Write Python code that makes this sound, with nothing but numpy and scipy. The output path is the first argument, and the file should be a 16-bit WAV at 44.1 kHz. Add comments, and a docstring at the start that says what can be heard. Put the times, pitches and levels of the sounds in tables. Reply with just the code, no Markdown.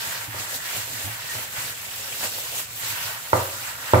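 """Gloved hand kneading in a steel bowl

A thin plastic glove crinkles with every squeeze: random snaps of noise, denser as the level rises.
The damp mixture smears along the steel: duller snaps through a moving resonance and the ringing rim.
Presses thud and slaps land as shaped noise, the glove squeaks briefly, and a low rumble lies beneath.
The bowl taps the counter; near the end it tips and knocks down twice, loud enough to overload
the microphone: each push rings damped modes, a counter echo and the kitchen's reverberation."""
import sys
import numpy as np
from scipy import signal
from scipy.fft import rfft, irfft
from scipy.io import wavfile
from scipy.ndimage import uniform_filter1d

SR = 44100
rng = np.random.default_rng(int(sys.argv[2]) if len(sys.argv) > 2 else 0)


def digitize_waveform(pressure):
    """Quantize a signal to 16-bit integers and store it at the path in sys.argv[1].

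    Rows of a 2-D input are taken as channels; values are limited to [-1, 1].
    """
    field = np.atleast_2d(pressure).T
    bounded = np.clip(field, -1, 1)
    quanta = np.round(bounded * 32767).astype(np.int16)
    wavfile.write(sys.argv[1], SR, quanta)


N = 176400  # samples: 4 s


def from_db(db):
    """Logarithmic level: decibels to amplitude gain."""
    return 10 ** (np.asarray(db) / 20)


def rms_one(x):
    """Normalisation: scale to unit root-mean-square."""
    return x / np.sqrt(np.mean(x ** 2) + 1e-20)


def in_time(rows):
    """Linear interpolation: a curve of (time, value) at every sample."""
    return np.interp(np.arange(N) / SR, *np.transpose(rows))


def at_hz(points, hz):
    """Logarithmic pitch: read a table along a log-frequency axis."""
    table_hz, values = np.transpose(points)
    return np.interp(np.log(np.maximum(hz, 1)), np.log(table_hz), values)


def pan(left_minus_right_db):
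    """Interaural level difference: left and right gains, half the difference each."""
    return from_db(np.array([[left_minus_right_db], [-left_minus_right_db]]) / 2)


def band_pass(low, high, order):
    """Butterworth filter: second-order sections passing low to high (Hz)."""
    return signal.butter(order, [low, high], "band", fs=SR, output="sos")


def poles(hz, radius):
    """Damped oscillator: a conjugate pole pair, nearer the unit circle for a longer ring."""
    return [1, -2 * radius * np.cos(2 * np.pi * hz / SR), radius * radius]


def t60_radius(t60_s):
    """Exponential decay: the pole radius that falls 60 dB in t60_s."""
    return np.exp(-np.log(1000) / (t60_s * SR))


def resonate(x, modes):
    """Resonance: narrow modes (Hz, dB, t60 s) build up under a sound and ring on."""
    out = 0
    for hz, db, t60_s in modes:
        r = t60_radius(t60_s)
        unit_peak = (1 - r * r) / 2 * np.array([1, 0, -1])
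        out = out + from_db(db) * signal.lfilter(unit_peak, poles(hz, r), x)
    return out


def drift(per_s):
    """Low-pass noise: a slow random wander of spread 1, with its corner near per_s (Hz)."""
    r = np.exp(-80 * np.pi * per_s / SR)  # computed at every 40th sample
    slow = signal.lfilter([1], [1, -2 * r, r * r], rng.standard_normal(N // 40 + 2002))
    slow = rms_one(slow[2000:])  # drop the filter's start-up
    return np.interp(np.arange(N) / 40, np.arange(len(slow)), slow)


# Likeness of the two channels in diffuse sound: frequency_hz, correlation [-1 to 1]
CHANNEL_LIKENESS = [(100,1),(250,0.57),(500,0.75),(1000,-0.032),(2000,-0.068),(5000,-0.05)]


def share_sides(hz):
    """Spatial coherence: middle and side gains that give the two channels their likeness."""
    alike = np.clip(at_hz(CHANNEL_LIKENESS, hz), -1, 1)
    return np.sqrt(1 + alike), np.sqrt(1 - alike)


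def colour(x, spectrum):
    """Spectral shaping: give a stereo pair a spectrum and diffuse-field likeness; middle rms 1."""
    hz = np.fft.rfftfreq(x.shape[-1], 1 / SR)
    mid_gain, side_gain = share_sides(hz)
    a, b = rfft(x) * from_db(at_hz(spectrum, hz))
    mid, side = irfft(a * mid_gain, x.shape[-1]), irfft(b * side_gain, x.shape[-1])
    return np.array([mid + side, mid - side]) / mid.std()


# Colour of the kitchen's low rumble: frequency_hz, relative level_db
FLOOR_SPECTRUM = [(30,-32),(60,3.5),(85,2),(115,12.5),(170,-1),(280,-7),(600,-28),(2000,-10.5),(15000,-12)]
FLOOR_DB = -49


def kitchen_rumble():
    """Stationary noise: a steady random pair shaped to a low spectrum."""
    return from_db(FLOOR_DB) * colour(rng.standard_normal((2, N)), FLOOR_SPECTRUM)


def soft_blows(rows, spectrum, decay_s, attack_s):
    """Damped impact: each yielding contact shakes the bowl while it lasts, then dies away."""
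    t, power = np.arange(N) / SR, 0
    for start_s, db, length_s in rows:
        rise = np.clip((t - start_s) / attack_s, 0, 1)
        fall = np.exp(-np.clip((t - start_s - length_s) / decay_s, 0, 20))
        power = power + (from_db(db) * rise * fall) ** 2
    shake = colour(rng.standard_normal((2, N)), spectrum)
    shake = shake / np.sqrt(uniform_filter1d(np.mean(shake ** 2, axis=0), size=1300))  # even level
    return np.sqrt(power) * shake


# The hand presses the lump down: start_s, level_db, length_s
PRESS_EVENTS = [(.071,-41.5,0.029),(.279,-35.5,0.011),(.335,-46,.03),(.396,-37.5,0.015),(.765,-41,0.024),(.90,-43.5,0.075),(.955,-52,0.067),(1.04,-35,0.031),(1.072,-37,0.022),(1.355,-42,0.02),(1.578,-41.5,0.01),(1.99,-48,0.016),(2.225,-48,0.025),(2.83,-47,0.019),(2.897,-42,0.042),(3.049,-43.5,0.021)]
# Colour of a press: frequency_hz, relative level_db
THUD_SPECTRUM = [(30,-25),(60,-60),(85,-4),(112,16.5),(135,-7),(170,-14),(300,-9),(600,-29)]


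def presses():
    """Soft impact: a slow onset and low spectrum make a thud through the counter."""
    return soft_blows(PRESS_EVENTS, THUD_SPECTRUM, decay_s=0.026, attack_s=0.0048)


# Damp lumps slap against the bowl: start_s, level_db, length_s
SLAP_EVENTS = [(.392,-48,0.0098),(.546,-46,0.014),(.757,-42,0.025),(1.04,-51,0.043),(2.229,-36,0.024)]
# Colour of a slap: frequency_hz, relative level_db
SLAP_SPECTRUM = [(100,-6),(200,8.5),(400,-1.5),(550,7),(850,7.5),(1200,-8),(2500,-11),(6000,-21)]


def slaps():
    """Abrupt impact: a fast onset and short decay make a slap."""
    return soft_blows(SLAP_EVENTS, SLAP_SPECTRUM, decay_s=0.0057, attack_s=0.0004)


# Brief squeaks of the glove: middle_s, half_length_s, pitch_hz, level_db
SQUEAK_EVENTS = [(1.3,0.03,1860,-43),(2.001,.018,2586,-45),(2.056,0.04,546,-47),(2.383,0.017,555,-42.5)]
SQUEAK_WIDTH_HZ = 12


def squeaks():
    """Frictional tone: the glove drags on the steel, a wavering pitch that swells and fades."""
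    t, out = np.arange(N) / SR, 0
    for middle_s, half_length_s, hz, db in SQUEAK_EVENTS:
        swell = np.exp(-((t - middle_s) / half_length_s) ** 2 / 2)
        sine = drift(SQUEAK_WIDTH_HZ) * np.sin(2 * np.pi * hz * t)
        cosine = drift(SQUEAK_WIDTH_HZ) * np.cos(2 * np.pi * hz * t)
        out = out + from_db(db) * swell * (sine + cosine)
    return out


# Modes of the free steel rim: frequency_hz, relative level_db
RIM_MODES = [(1365,0),(1525,2),(1715,-4.5),(1835,-3.5),(1910,-1.5),(2690,-3)]
RIM_T60_S = 0.098


def rim(x, drive_db):
    """Sympathetic resonance: the free steel rim rings when the bowl is rubbed or struck."""
    return resonate(x, [(hz, db + drive_db, RIM_T60_S) for hz, db in RIM_MODES])


# Kitchen reverberation: frequency_hz, t60_s
ROOM_T60 = [(100,0.37),(300,0.33),(600,0.59),(1200,0.28),(4000,0.19),(15000,0.088)]
ROOM_BUILD_S = 0.001


def kitchen():
    """Reverberation: a dense stereo tail of unit energy, each octave or so dying at its own rate."""
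    t, edges = np.arange(SR // 2) / SR, np.geomspace(40, 18000, 10)
    tail = 0
    for low, high in zip(edges, edges[1:]):
        hz = np.sqrt(low * high)
        noise = signal.sosfilt(band_pass(low, high, 2), rng.standard_normal((2, SR)))
        mid, side = noise[:, -len(t):]
        mid_gain, side_gain = share_sides(hz)
        pair = mid_gain * mid + side_gain * side * [[1], [-1]]
        local_power = uniform_filter1d(pair ** 2, size=int(6 * SR / hz), axis=1)
        swell = np.sqrt(local_power / np.mean(pair ** 2))  # divided out, so the decay is even
        tail = tail + pair / swell * np.exp(-np.log(1000) * t / at_hz(ROOM_T60, hz))
    build_up = 1 - np.exp(-t / ROOM_BUILD_S)
    return rms_one(tail * build_up) / np.sqrt(len(t))


# The bowl taps and knocks on the counter: start_s, relative level_db, contact_s, extra_bass_db
KNOCK_EVENTS = [(0.345,-29.5,0.00088,0),(1.352,-30.5,0.0007,-2),(2.384,-29.5,0.0005,-10),(3.3312,-2.5,0.00071,-7.5),(3.935,-7.5,0.00086,7.5),(3.9435,-13.5,0.00041,-1),(3.9563,-25,0.00091,11)]
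# Modes of the loaded bowl and counter: frequency_hz, relative level_db, t60_s, left_minus_right_db
BOWL_MODES = [(95,-21.5,0.42,0),(115.7,-16.5,0.21,0),(170,-14,0.036,-7),(255,-19.5,0.022,-11),(382,-8.5,0.015,17),(538,-12,0.047,12),(620,-4,0.023,-2),(760,-6.5,0.014,3),(900,-0.5,0.0065,-15),(993,-8.5,0.015,-17),(1195,-3.5,0.019,-4),(1390,-19,0.026,15),(1983,-1.5,0.018,6)]
# Standing waves of the kitchen that outlast a knock: frequency_hz, relative level_db, t60_s
STANDING_WAVES = [(326,10,0.37),(557,3,1),(640,4,0.58),(1000,-21,0.4)]
BASS_BELOW_HZ, LOW_CUT_HZ, KNOCK_TOP_HZ = 860, 60, 2560
RIGHT_LEAD_S = 0.00027
COUNTER_ECHO_S, COUNTER_ECHO_GAINS = 0.00214, (0.36, 1.0)  # gains: left, right
RIM_KNOCK_DB, KNOCK_ROOM_DB, ROOM_ABOVE_HZ = -9, -3, 107


def knocks():
    """Modal impact: a short rounded push rings the modes, then come the echo and the room answer."""
    t, out = np.arange(N) / SR, np.zeros((2, N))
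    for start_s, db, contact_s, bass_db in KNOCK_EVENTS:
        push = np.sin(np.pi * np.clip((t - start_s) / contact_s, 0, 1)) ** 2
        push = push / push.sum() + 1e-18  # the trace keeps the filters off vanishing numbers
        for hz, mode_db, t60_s, pan_db in BOWL_MODES:
            ring = signal.lfilter([.5, 0, -.5], poles(hz, t60_radius(t60_s)), push)
            extra_bass_db = bass_db / (1 + (hz / BASS_BELOW_HZ) ** 2)
            out -= pan(pan_db) * from_db(db + mode_db + extra_bass_db) * ring
    out = signal.sosfilt(band_pass(LOW_CUT_HZ, KNOCK_TOP_HZ, 4), out)
    direct = np.array([np.interp(t - RIGHT_LEAD_S, t, out[0]), out[1]])
    mid = out.mean(axis=0)
    echo = np.array(COUNTER_ECHO_GAINS)[:, None] * np.interp(t - COUNTER_ECHO_S, t, mid)
    high_pass = signal.butter(2, ROOM_ABOVE_HZ, "high", fs=SR, output="sos")
    radiated = signal.sosfilt(high_pass, mid)
    room = signal.fftconvolve(np.atleast_2d(radiated), kitchen(), axes=1)[:, :N]
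    ringing = rim(mid, RIM_KNOCK_DB) + resonate(mid, STANDING_WAVES)
    return direct + echo + ringing + from_db(KNOCK_ROOM_DB) * room


SCATTER_S = 0.00068  # amplitude decay time of one snap


def snaps(rate, spread_db):
    """Shot noise: power of random snaps of uneven size, each dying quickly; local mean 1."""
    happens = rng.random(N) < rate / SR
    size_db = spread_db * np.minimum(rng.exponential(1, N), 5)
    power = happens * from_db(size_db) ** 2
    power = signal.lfilter([1], [1, -np.exp(-2 / (SCATTER_S * SR))], power + 1e-6)
    return power / uniform_filter1d(power, size=2000)


# Reflections off the bowl wall: mean delay_s, gain
WALL_REFLECTIONS = [(.00047,.14),(.0043,.2)]
SWAY_S, SWAY_PER_S = .00015, 3  # rms wander of each delay, and its rate (Hz)


def bowl_walls(x):
    """Comb filtering: short reflections of wandering length keep shifting the rustle's colour."""
    t, ears = np.arange(N) / SR, []
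    for ear in x:
        reflected = 0
        for delay_s, gain in WALL_REFLECTIONS:
            reflected = reflected + gain * np.interp(t - delay_s - SWAY_S * drift(SWAY_PER_S), t, ear)
        ears.append(ear + reflected)
    return np.array(ears)


# Edges of the bands a snap may stay within: frequency_hz
SNAP_EDGES_HZ = [150, 900, 2000, 3600, 6200, 9500, 16500]
RATE_FOLLOWS = 0.94  # dB of snap rate per dB of level
BROAD_SHARE = 0.34  # share of snap power spanning all bands
DIFFUSE_SHARE, DIFFUSE_S = 0.77, 0.0031  # wash after each snap: share of power, decay time
FLICKER_DB, FLICKER_PER_S = 1.24, 11  # rms level wander of each band, and its rate (Hz)


def crackle(level_db, per_s, spread_db, spectrum):
    """Crackling noise: snaps, broad or in one band, grow denser with effort and leave a wash."""
    rate = per_s * from_db(RATE_FOLLOWS * (level_db - level_db.mean()))
    broad, out = snaps(rate, spread_db), 0
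    white, hz = rfft(rng.standard_normal((2, N))), np.fft.rfftfreq(N, 1 / SR)
    keep = np.exp(-1 / (DIFFUSE_S * SR))
    for low, high in zip(SNAP_EDGES_HZ, SNAP_EDGES_HZ[1:]):
        power = BROAD_SHARE * broad + (1 - BROAD_SHARE) * snaps(rate / 2, spread_db)
        wash = signal.lfilter([1 - keep], [1, -keep], power)
        power = (1 - DIFFUSE_SHARE) * power + DIFFUSE_SHARE * wash
        band = irfft(white * ((hz >= low) & (hz < high)), N)
        out = out + band * np.sqrt(power) * from_db(FLICKER_DB * drift(FLICKER_PER_S))
    return from_db(level_db) * rms_one(bowl_walls(colour(out, spectrum)))


# Resonance of the hollow between hand and bowl: time_s, frequency_hz
HOLLOW_PITCH = [(0,1600),(.55,1650),(.75,2400),(1.0,1650),(1.35,1850),(1.6,1460),(2.0,2680),(2.6,2700),(2.85,1880),(3.15,1180),(3.6,1400),(3.9,1390)]
HOLLOW_WIDTH_HZ = 570


def hollow(x):
    """Cavity resonance: a broad peak whose pitch moves, stepped in short blocks."""
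    out, state, centre_hz = np.zeros_like(x), np.zeros((2, 2)), in_time(HOLLOW_PITCH)
    r = np.exp(-np.pi * HOLLOW_WIDTH_HZ / SR)
    unit_peak = (1 - r * r) / 2 * np.array([1, 0, -1])
    for i in range(0, N, 128):
        block = slice(i, i + 128)
        out[:, block], state = signal.lfilter(unit_peak, poles(centre_hz[i], r), x[:, block], zi=state)
    return out


# Rubbing of the food along the bowl: time_s, level_db before FOOD_DB
RUB_LEVEL = [(0.0,-40),(0.08,-38),(0.24,-41),(0.29,-44),(0.38,-40.5),(0.55,-42.5),(0.61,-43.5),(0.74,-37.5),(0.91,-44),(1.03,-40),(1.21,-42.5),(1.4,-41),(1.5,-45),(1.58,-38),(1.8,-46),(2.19,-42),
             (2.24,-34),(2.31,-44.5),(2.6,-42),(2.66,-48.5),(2.76,-48.5),(2.83,-40.5),(3.03,-38),(3.3,-46),(3.37,-37),(3.5,-44),(3.68,-39.5),(3.77,-44.5),(3.89,-39),(4.0,-35)]
# Colour of the damp mixture: frequency_hz, relative level_db
FOOD_SPECTRUM = [(180,-14.5),(430,-49),(540,-9),(720,-6.5),(920,-1),(1250,-4),(1550,-3.5),(2000,-3.5),(2700,-4.5),(4500,-12),(9000,-15.5)]
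FOOD_DB, FOOD_PAN_DB, HOLLOW_DB, RIM_RUB_DB = 4.5, -1.3, -7, 0.5


def food():
    """Stick-slip friction: the damp mixture catches on the steel, coloured by hollow and rim."""
    smear = crackle(in_time(RUB_LEVEL), per_s=1200, spread_db=1.5, spectrum=FOOD_SPECTRUM)
    rubbed = smear + from_db(HOLLOW_DB) * hollow(smear) + rim(smear, RIM_RUB_DB)
    return from_db(FOOD_DB) * pan(FOOD_PAN_DB) * rubbed


# Crinkling of the glove as the hand works: time_s, level_db before FILM_DB
GLOVE_LEVEL = [(0.0,-33),(0.17,-36),(0.24,-37),(0.29,-44),(0.34,-42),(0.4,-34),(0.47,-39),(0.555,-31.5),(0.6,-39),(0.77,-31),(0.85,-37),(1.06,-34.5),(1.1,-38.5),(1.21,-39.5),(1.34,-34),
               (1.44,-35),(1.49,-42.5),(1.56,-35.5),(1.64,-33.5),(1.7,-35),(1.74,-40.5),(2.18,-34),(2.25,-28.5),(2.31,-35.5),(2.39,-33.5),(2.42,-35.5),(2.51,-36),(2.56,-32.5),(2.6,-31),(2.67,-43.5),
               (2.9,-31.5),(2.95,-36),(3.07,-33.5),(3.19,-41.5),(3.33,-37.5),(3.37,-33.5),(3.5,-38),(3.54,-36.5),(3.71,-38),(3.75,-43),(3.9,-35.5),(4.0,-41)]
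# Colour of the thin film: frequency_hz, relative level_db
FILM_SPECTRUM = [(200,-12),(600,-1),(1500,-16),(2800,0.5),(4200,1),(5800,-1),(6700,0.5),(7700,4),(8700,-1.5),(9700,-3.5),(12000,1),(15500,-0.5)]
FILM_DB, FILM_PAN_DB = 3.5, -1.1


def glove():
    """Buckling: the thin film snaps between shapes in thousands of bright crinkles."""
    crinkles = crackle(in_time(GLOVE_LEVEL), per_s=4200, spread_db=2, spectrum=FILM_SPECTRUM)
    return from_db(FILM_DB) * pan(FILM_PAN_DB) * crinkles


KNOCK_PAN_DB, BASS_PAN_DB = -1, -4  # left minus right


def scene():
    """Superposition: rumble, presses, slaps, squeaks, knocks, food and glove add linearly."""
    bass = pan(BASS_PAN_DB) * (kitchen_rumble() + presses())
    contacts = pan(FOOD_PAN_DB) * slaps() + squeaks() + pan(KNOCK_PAN_DB) * knocks()
    return bass + contacts + food() + glove()


CLIP_TOP, CUTOFF_HZ = .98, 15700  # full scale is 1


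def record(dry):
    """Overload and band limit: the loudest peaks clip, then the top is cut."""
    low_pass = signal.firwin(401, CUTOFF_HZ, fs=SR, window=("kaiser", 8))
    clipped = np.clip(dry, -CLIP_TOP, CLIP_TOP)
    return signal.fftconvolve(clipped, low_pass[None], mode="same", axes=1)


dry = scene()
out = record(dry)
digitize_waveform(out)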